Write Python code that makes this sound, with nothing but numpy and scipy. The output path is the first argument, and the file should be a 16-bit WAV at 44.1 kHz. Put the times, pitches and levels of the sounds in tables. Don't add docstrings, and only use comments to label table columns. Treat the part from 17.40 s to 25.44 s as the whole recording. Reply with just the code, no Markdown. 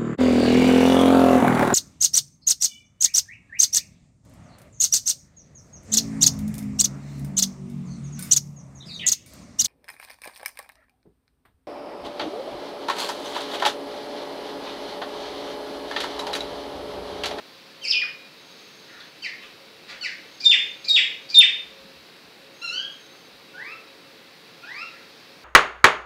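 import sys
import numpy as np
from scipy import signal
from scipy.io import wavfile
from scipy.ndimage import uniform_filter1d

SR = 44100
rng = np.random.default_rng(int(sys.argv[2]) if len(sys.argv) > 2 else 0)


def generate_wav(signal):
    frames = np.transpose(np.atleast_2d(signal))
    scaled = np.clip(frames, -1, 1) * 32767
    pcm = np.round(scaled).astype(np.int16)
    wavfile.write(sys.argv[1], SR, pcm)


def decibels_to_gain(level_db):
    exponent = np.asarray(level_db, float) / 20
    return 10 ** exponent


N = 354563
BREAK_S = .005


def evened(x):
    return x / np.sqrt(np.mean(x ** 2) + 1e-20)


def read(points, hz):
    f, value = np.transpose(points)
    return np.interp(np.log(hz + 1), np.log(f + 1), value)


def add(mix, start_s, sound):
    part = mix[round(start_s * SR):][:len(sound)]
    part += sound[:len(part)]


def columns(rows):
    s, *values = np.transpose(rows)
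    t = np.arange(s[0], s[-1], 1 / SR)
    return [s[0]] + [np.interp(t, s, v) for v in values]


def resonate(x, hz, width_hz):
    turn = np.exp(2j * np.pi * np.cumsum(hz * np.ones(len(x))) / SR)
    r = np.exp(-np.pi * width_hz / SR)
    low = signal.lfilter([1 - r], [1, -r], x / turn)
    low = signal.lfilter([1 - r], [1, -r], low)
    return 2 * (turn * low).real


def squirrel(rows, lowest_db, waver=.002, hoarse=.002):
    # frequency in Hz, throat gain in dB.
    throat = [(600, -3), (1200, -9.5), (2000, 0), (3600, -2), (5000, 4.5), (6500, -8.5), (8000, -11),
              (11000, -20.5), (15000, -3)]
    s, hz, effort_db, odd_db, tilt_db = columns(rows)
    wobble, grit = rng.standard_normal((2, N // 20))
    wobble = waver * evened(uniform_filter1d(wobble, size=120))[:len(hz)]
    grit = hoarse * evened(uniform_filter1d(grit, size=16))[:len(hz)]
    slide = np.minimum(abs(np.gradient(np.log(hz))) * SR, 15)
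    turns = np.cumsum(hz * (1 + wobble + slide * grit)) / SR

    k = np.arange(1, 9)[:, None]
    odd = k % 2
    db = odd_db * odd + lowest_db * (k == 1) + tilt_db * np.maximum(np.log2(k / 2), 0)
    db = db + read(throat, k * hz)
    sounding = np.clip(1 - odd * (-odd_db - 26) / 8, 0, 1) * (k * hz < 13500)
    voice = (decibels_to_gain(db) * sounding * np.cos(2 * np.pi * k * turns)).sum(0)
    return s, np.sqrt(2) * decibels_to_gain(effort_db) * voice * signal.windows.tukey(len(hz), .08)


def odd_lines(t, lead_db):
    return np.interp(t, [0, BREAK_S], [lead_db, -42])


def short_chirp(s, lead_s, break_hz, db, slide_s, odd_db, tilt_db, aim_hz, fall_s):
    sag_hz_per_s, lead_tilt_db, peak_s = 3960, -12, .018
    t = np.arange(-lead_s, slide_s, 1 / 1000)
    slide_hz = aim_hz + (break_hz - aim_hz) * np.exp(-t / fall_s)
    hz = np.where(t < 0, break_hz - sag_hz_per_s * t, slide_hz)
    effort_db = db + np.interp(t, [-lead_s, peak_s, slide_s], [-13, 0, -20])
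    tilt = np.where(t < 0, lead_tilt_db, tilt_db)
    return squirrel(np.c_[s + t, hz, effort_db, odd_lines(t, odd_db), tilt], lowest_db=-12.5)


def loud_chirp(s, hold_s, hold_hz, db, throb_db, before_s, swell_db, break_db, lift_db):
    lead_s, lead_hz, lead_db, lead_odd_db = .031, 2400, -42.5, 7.5
    settle_s, sag_hz, sag_s = .004, 22.1, 0.01396
    throb_hz = 27.1
    slide_s, fall_s, aim_hz, fade_db, tilt_db = .061, 0.0266, 620, -40, -25

    t = np.arange(-lead_s, hold_s + slide_s, 1 / 1000)
    held = np.clip(t, 0, hold_s)
    sliding = np.maximum(t - hold_s, 0)
    hz = hold_hz + (lead_hz - hold_hz) * np.exp(-(held / settle_s) ** 2 / 2)
    hz = hz + sag_hz * (held / sag_s) * np.exp(1 - held / sag_s)
    hz = aim_hz + (hz - aim_hz) * np.exp(-sliding / fall_s)

    throb = throb_db * np.cos(2 * np.pi * throb_hz * (t - hold_s + before_s)) * (t < hold_s)
    weakness = break_db * np.exp(-(held / settle_s / 2) ** 2)
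    effort_db = db + swell_db * (1 - held / hold_s) + weakness + throb
    effort_db = effort_db + lift_db * (t > hold_s) + fade_db * (sliding / slide_s) ** 1.62
    effort_db = np.where(t < 0, lead_db, effort_db)
    hold_tilt_db = np.minimum(-41.5 - 1.6 * effort_db, 0)
    tilt = np.where((t > 2 * settle_s) & (t < hold_s), hold_tilt_db, tilt_db)
    odd_db = odd_lines(t + BREAK_S, lead_odd_db)
    return squirrel(np.c_[s + t, hz, effort_db, odd_db, tilt], lowest_db=-2.5)


def arched_chirp():
    # time in seconds, fold rate in Hz, effort in dB.
    arch = [(.468, 2058, -32), (.488, 2800, -29), (.511, 2480, -21), (.517, 1900, -28), (.525, 1560, -18),
            (.546, 1225, -23), (.575, 1228, -20), (.608, 1200, -30), (.645, 480, -37)]
    break_s, pure_s, pure_spread_s = .514, .56, 0.028
    s, hz, db = columns(arch)
    t = s + np.arange(len(hz)) / SR
    tilt_db = -15 - 27 * np.exp(-((t - pure_s) / pure_spread_s) ** 2)
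    return squirrel(np.c_[t, hz, db, odd_lines(t - break_s, -15), tilt_db], lowest_db=4)


def quavering_squeal():
    # time in seconds, fold rate in Hz, effort in dB.
    quaver = [(5.21, 1284, -41), (5.23, 1403, -35.5), (5.25, 1384, -30), (5.268, 1340, -45),
              (5.285, 1306, -35), (5.318, 1413, -36.5), (5.335, 1467, -27), (5.42, 1636, -29.5),
              (5.45, 1656, -44)]
    s, hz, db = np.transpose(quaver)
    odd_db = np.interp(s, s[5:7], (2.5, -4))
    tilt_db = np.interp(s, s[5:8], (-11.5, -15, -35))
    return squirrel(np.c_[s, hz, db, odd_db, tilt_db], lowest_db=-7)


def rising_squeal(s, length_s, from_hz, to_hz, db, ease, drift_db, tilt_db):
    attack_s, release_s, edge_db = 0.023, .027, -19
    t = np.arange(0, length_s, 1 / 1000)
    u = np.minimum(t / (length_s - release_s), 1)
    climb = ease * u ** 2 * (3 - 2 * u) + (1 - ease) * u
    hz = from_hz + (to_hz - from_hz) * climb
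    edges = np.maximum(1 - t / attack_s, 0) + np.maximum(1 - (length_s - t) / release_s, 0)
    effort_db = db + drift_db * u + edge_db * edges
    odd_db = -28.5 + 21.5 * climb
    return squirrel(np.c_[s + t, hz, effort_db, odd_db, tilt_db + 0 * t], lowest_db=10.5)


def puff(db, hz, width_hz, length_s):
    air = resonate(rng.standard_normal(N // 30), hz, width_hz)[:round(length_s * SR)]
    return decibels_to_gain(db) * evened(air) * signal.windows.tukey(len(air), .8)


def squirrel_calls():
    # voice break in seconds, lead-in in seconds, fold rate at the break in Hz, effort in dB,
    # slide in seconds.
    short = [(.435, .022, 1518, -29, 0.043), (1.834, .014, 1506, -27, 0.065),
             (2.635, .027, 1434, -26.5, 0.072)]
    # odd overtones in the lead-in in dB, tilt in dB per octave, slide aim in Hz,
    # slide time constant in seconds.
    short_colour = [(-10, -5, 900, .024), (-0.5, -11.5, 800, .022), (4.5, -10, 600, .035)]
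    # voice break in seconds, hold in seconds, held fold rate in Hz, effort in dB, throb in dB.
    loud = [(3.039, .07, 1787, -14.5, 8), (3.483, 0.073, 1862, -15, 2.5), (3.939, .061, 1797, -8.5, 6)]
    # last throb before the slide in seconds, swell over the hold in dB, weakness at the break in dB,
    # slide lift in dB.
    loud_manner = [(.008, -1.5, -8, 4), (.009, -6, -1.5, 6), (.017, -2.5, -25, -1.5)]
    # start in seconds, length in seconds, from in Hz, to in Hz, effort in dB.
    rising = [(6.129, .23, 713, 1339, -34.5), (7.21, .245, 620, 1378, -40.5)]
    rising_ease = (.9, 0.205)
    rising_drift_db = (-8.5, 3.5)
    rising_tilt_db = (-20, -14)

    calls = [short_chirp(*row, *colour) for row, colour in zip(short, short_colour)]
    calls += [loud_chirp(*row, *manner) for row, manner in zip(loud, loud_manner)]
    calls += [arched_chirp(), quavering_squeal()]
    for row, *more in zip(rising, rising_ease, rising_drift_db, rising_tilt_db):
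        calls.append(rising_squeal(*row, *more))
    for break_s, hold_s, *_ in loud:
        for start_s, db in ((break_s, -31), (break_s + hold_s, -33)):
            calls.append((start_s, puff(db, hz=4900, width_hz=1200, length_s=.03)))
    return calls


def echoes(decay):
    taps = np.zeros(SR)
    at = np.arange(40, SR - 12, 12)
    taps[at + rng.integers(0, 12, len(at))] = rng.choice([-1., 1.], len(at))
    hz, t, z = signal.stft(taps, SR, nperseg=256)
    fade = decibels_to_gain(-60 * t / read(decay, hz)[:, None])
    tail = signal.istft(z * fade, SR, nperseg=256)[1]
    return tail / np.linalg.norm(tail)


def surroundings(dry_calls):
    # frequency in Hz, time to fall 60 dB in seconds.
    bay = [(1000, 0.037), (8000, 0.065)]
    # frequency in Hz, time to fall 60 dB in seconds.
    yard = [(1000, 0.58), (2500, 0.46), (4000, 0.44), (7000, 0.43), (12000, 0.12)]
    direct_db, bay_db, yard_db = -5, -4.5, -1.5
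    space = decibels_to_gain(bay_db) * echoes(bay) + decibels_to_gain(yard_db) * echoes(yard)
    return decibels_to_gain(direct_db) * dry_calls + signal.fftconvolve(dry_calls, space)[:N]


def insect_song(s, length_s, hz, db):
    attack_s, release_s, edge_db, sag_hz = 0.063, 0.39, -6.5, -130
    times = s + np.array([0, attack_s, length_s - release_s, length_s])
    pitch = hz + sag_hz * np.array([0, 0, 0, 1])
    level_db = db + edge_db * np.array([1, 0, 0, 1])
    s, pitch, level_db = columns(np.c_[times, pitch, level_db])
    whistle = resonate(rng.standard_normal(N // 7)[:len(pitch)], pitch, 70)
    return s, decibels_to_gain(level_db) * evened(whistle)


def bump(db, hz):
    t = np.arange(6000) / SR
    return decibels_to_gain(db) * np.sin(2 * np.pi * hz * t) * t * hz * np.exp(.6 - 0.64 * t * hz)


def noise(spectrum, patchy_db):
    frame_count, hz = N // 256 + 5, np.fft.rfftfreq(1024, 1 / SR)
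    a, b, patches = rng.standard_normal((frame_count, 513, 3)).T
    patches = uniform_filter1d(patches, size=12, axis=0)
    patches = evened(uniform_filter1d(patches, size=14, axis=1))
    z = (a + 1j * b) * decibels_to_gain(read(spectrum, hz)[:, None] + patchy_db * patches)
    return evened(signal.istft(z, nperseg=1024, noverlap=768)[1][:N])


def background():
    # frequency in Hz, density in dB per Hz.
    hiss = [(12, -65), (20, -45.5), (101, -17.5), (150, -2), (241, -5.5), (270, 0.5), (434, -4),
            (472, -1.5), (527, -5), (802, -7.5), (2600, -7.5), (2990, -14), (3950, -12), (6180, -24.5),
            (16000, -27)]
    # frequency in Hz, density in dB per Hz.
    leaf_spectrum = [(600, -47), (1200, -22), (2500, -1), (4500, 4), (6000, -8), (9000, -28)]
    # time in seconds, leaf level in dB.
    breeze = [(0, -51.5), (.9, -53), (1.2, -51), (1.7, -52), (2.3, -53.5), (2.9, -51), (4.4, -52.5),
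              (5, -54.5), (6, -54), (7, -54), (7.5, -51.5), (8.04, -53)]
    # frequency in Hz, width in Hz, level in dB.
    machine_tones = [(439, 8.2, -64.5), (543, 7.3, -61.5), (2660, 17, -67), (3848, 12, -62.5)]
    s, db = np.transpose(breeze)
    swell = decibels_to_gain(np.interp(np.arange(N) / SR, s, db))
    total = swell * noise(leaf_spectrum, patchy_db=0.45)
    for hz, width_hz, tone_db in machine_tones:
        total += decibels_to_gain(tone_db) * evened(resonate(rng.standard_normal(N), hz, width_hz))
    return total + decibels_to_gain(-50.5) * noise(hiss, patchy_db=-0.42)


def scene():
    # start in seconds, level in dB, centre in Hz, width in Hz,
    # length in seconds.
    puffs = [(1.419, -51, 1690, 600, 0.35), (1.597, -41, 3930, 900, .014), (2.01, -43.5, 2650, 2180, 0.046),
             (2.025, -50, 1060, 300, 0.026), (2.462, -41.5, 1970, 1210, 0.1),
             (2.472, -42.5, 4030, 1970, 0.059), (2.997, -34.5, 4870, 1000, 0.024),
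             (3.441, -31, 4630, 1000, 0.014), (3.885, -33, 4700, 1000, 0.033),
             (3.12, -50, 7600, 590, 0.046), (3.569, -46.5, 7540, 700, 0.049),
             (4.006, -46.5, 7800, 600, 0.041), (7.207, -48.5, 2500, 300, 0.064),
             (7.449, -54.5, 1850, 700, 0.2), (7.53, -57, 4130, 400, .012)]
    # start in seconds, length in seconds, pitch in Hz, level in dB.
    insect_songs = [(0.981, 0.78, 6410, -63), (2.878, 1, 6420, -62.5), (5.132, 0.755, 6410, -59.5)]
    # start in seconds, level in dB, frequency in Hz.
    bumps = [(3.98, -63, 50), (4.25, -65, 60), (4.4, -63, 60), (4.448, -46.5, 200), (4.55, -61, 70),
             (4.85, -66, 70), (5.3, -65, 80), (5.92, -68, 60)]
    animal, near = np.zeros(N), background()
    for call in squirrel_calls():
        add(animal, *call)
    for s, *shape in puffs:
        add(animal, s, puff(*shape))
    for row in insect_songs:
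        add(near, *insect_song(*row))
    for s, *shape in bumps:
        add(near, s, bump(*shape))
    return (surroundings(animal) + near)[None]


def low_pass(x):
    return signal.sosfilt(signal.butter(12, 16620, fs=SR, output="sos"), x)


def record(dry):
    grit_db, ceiling, edge_hz = -45, .735, 15720
    loudness = np.sqrt(abs(uniform_filter1d(dry ** 2, size=300)))
    gritty = dry + decibels_to_gain(grit_db) * loudness * rng.standard_normal(dry.shape)
    clipped = np.clip(gritty, -ceiling, ceiling)
    edge = signal.firwin(1023, edge_hz, window=("kaiser", 10), fs=SR)
    return low_pass(signal.oaconvolve(clipped, edge[None], "same"))


dry = scene()
out = record(dry)
generate_wav(out)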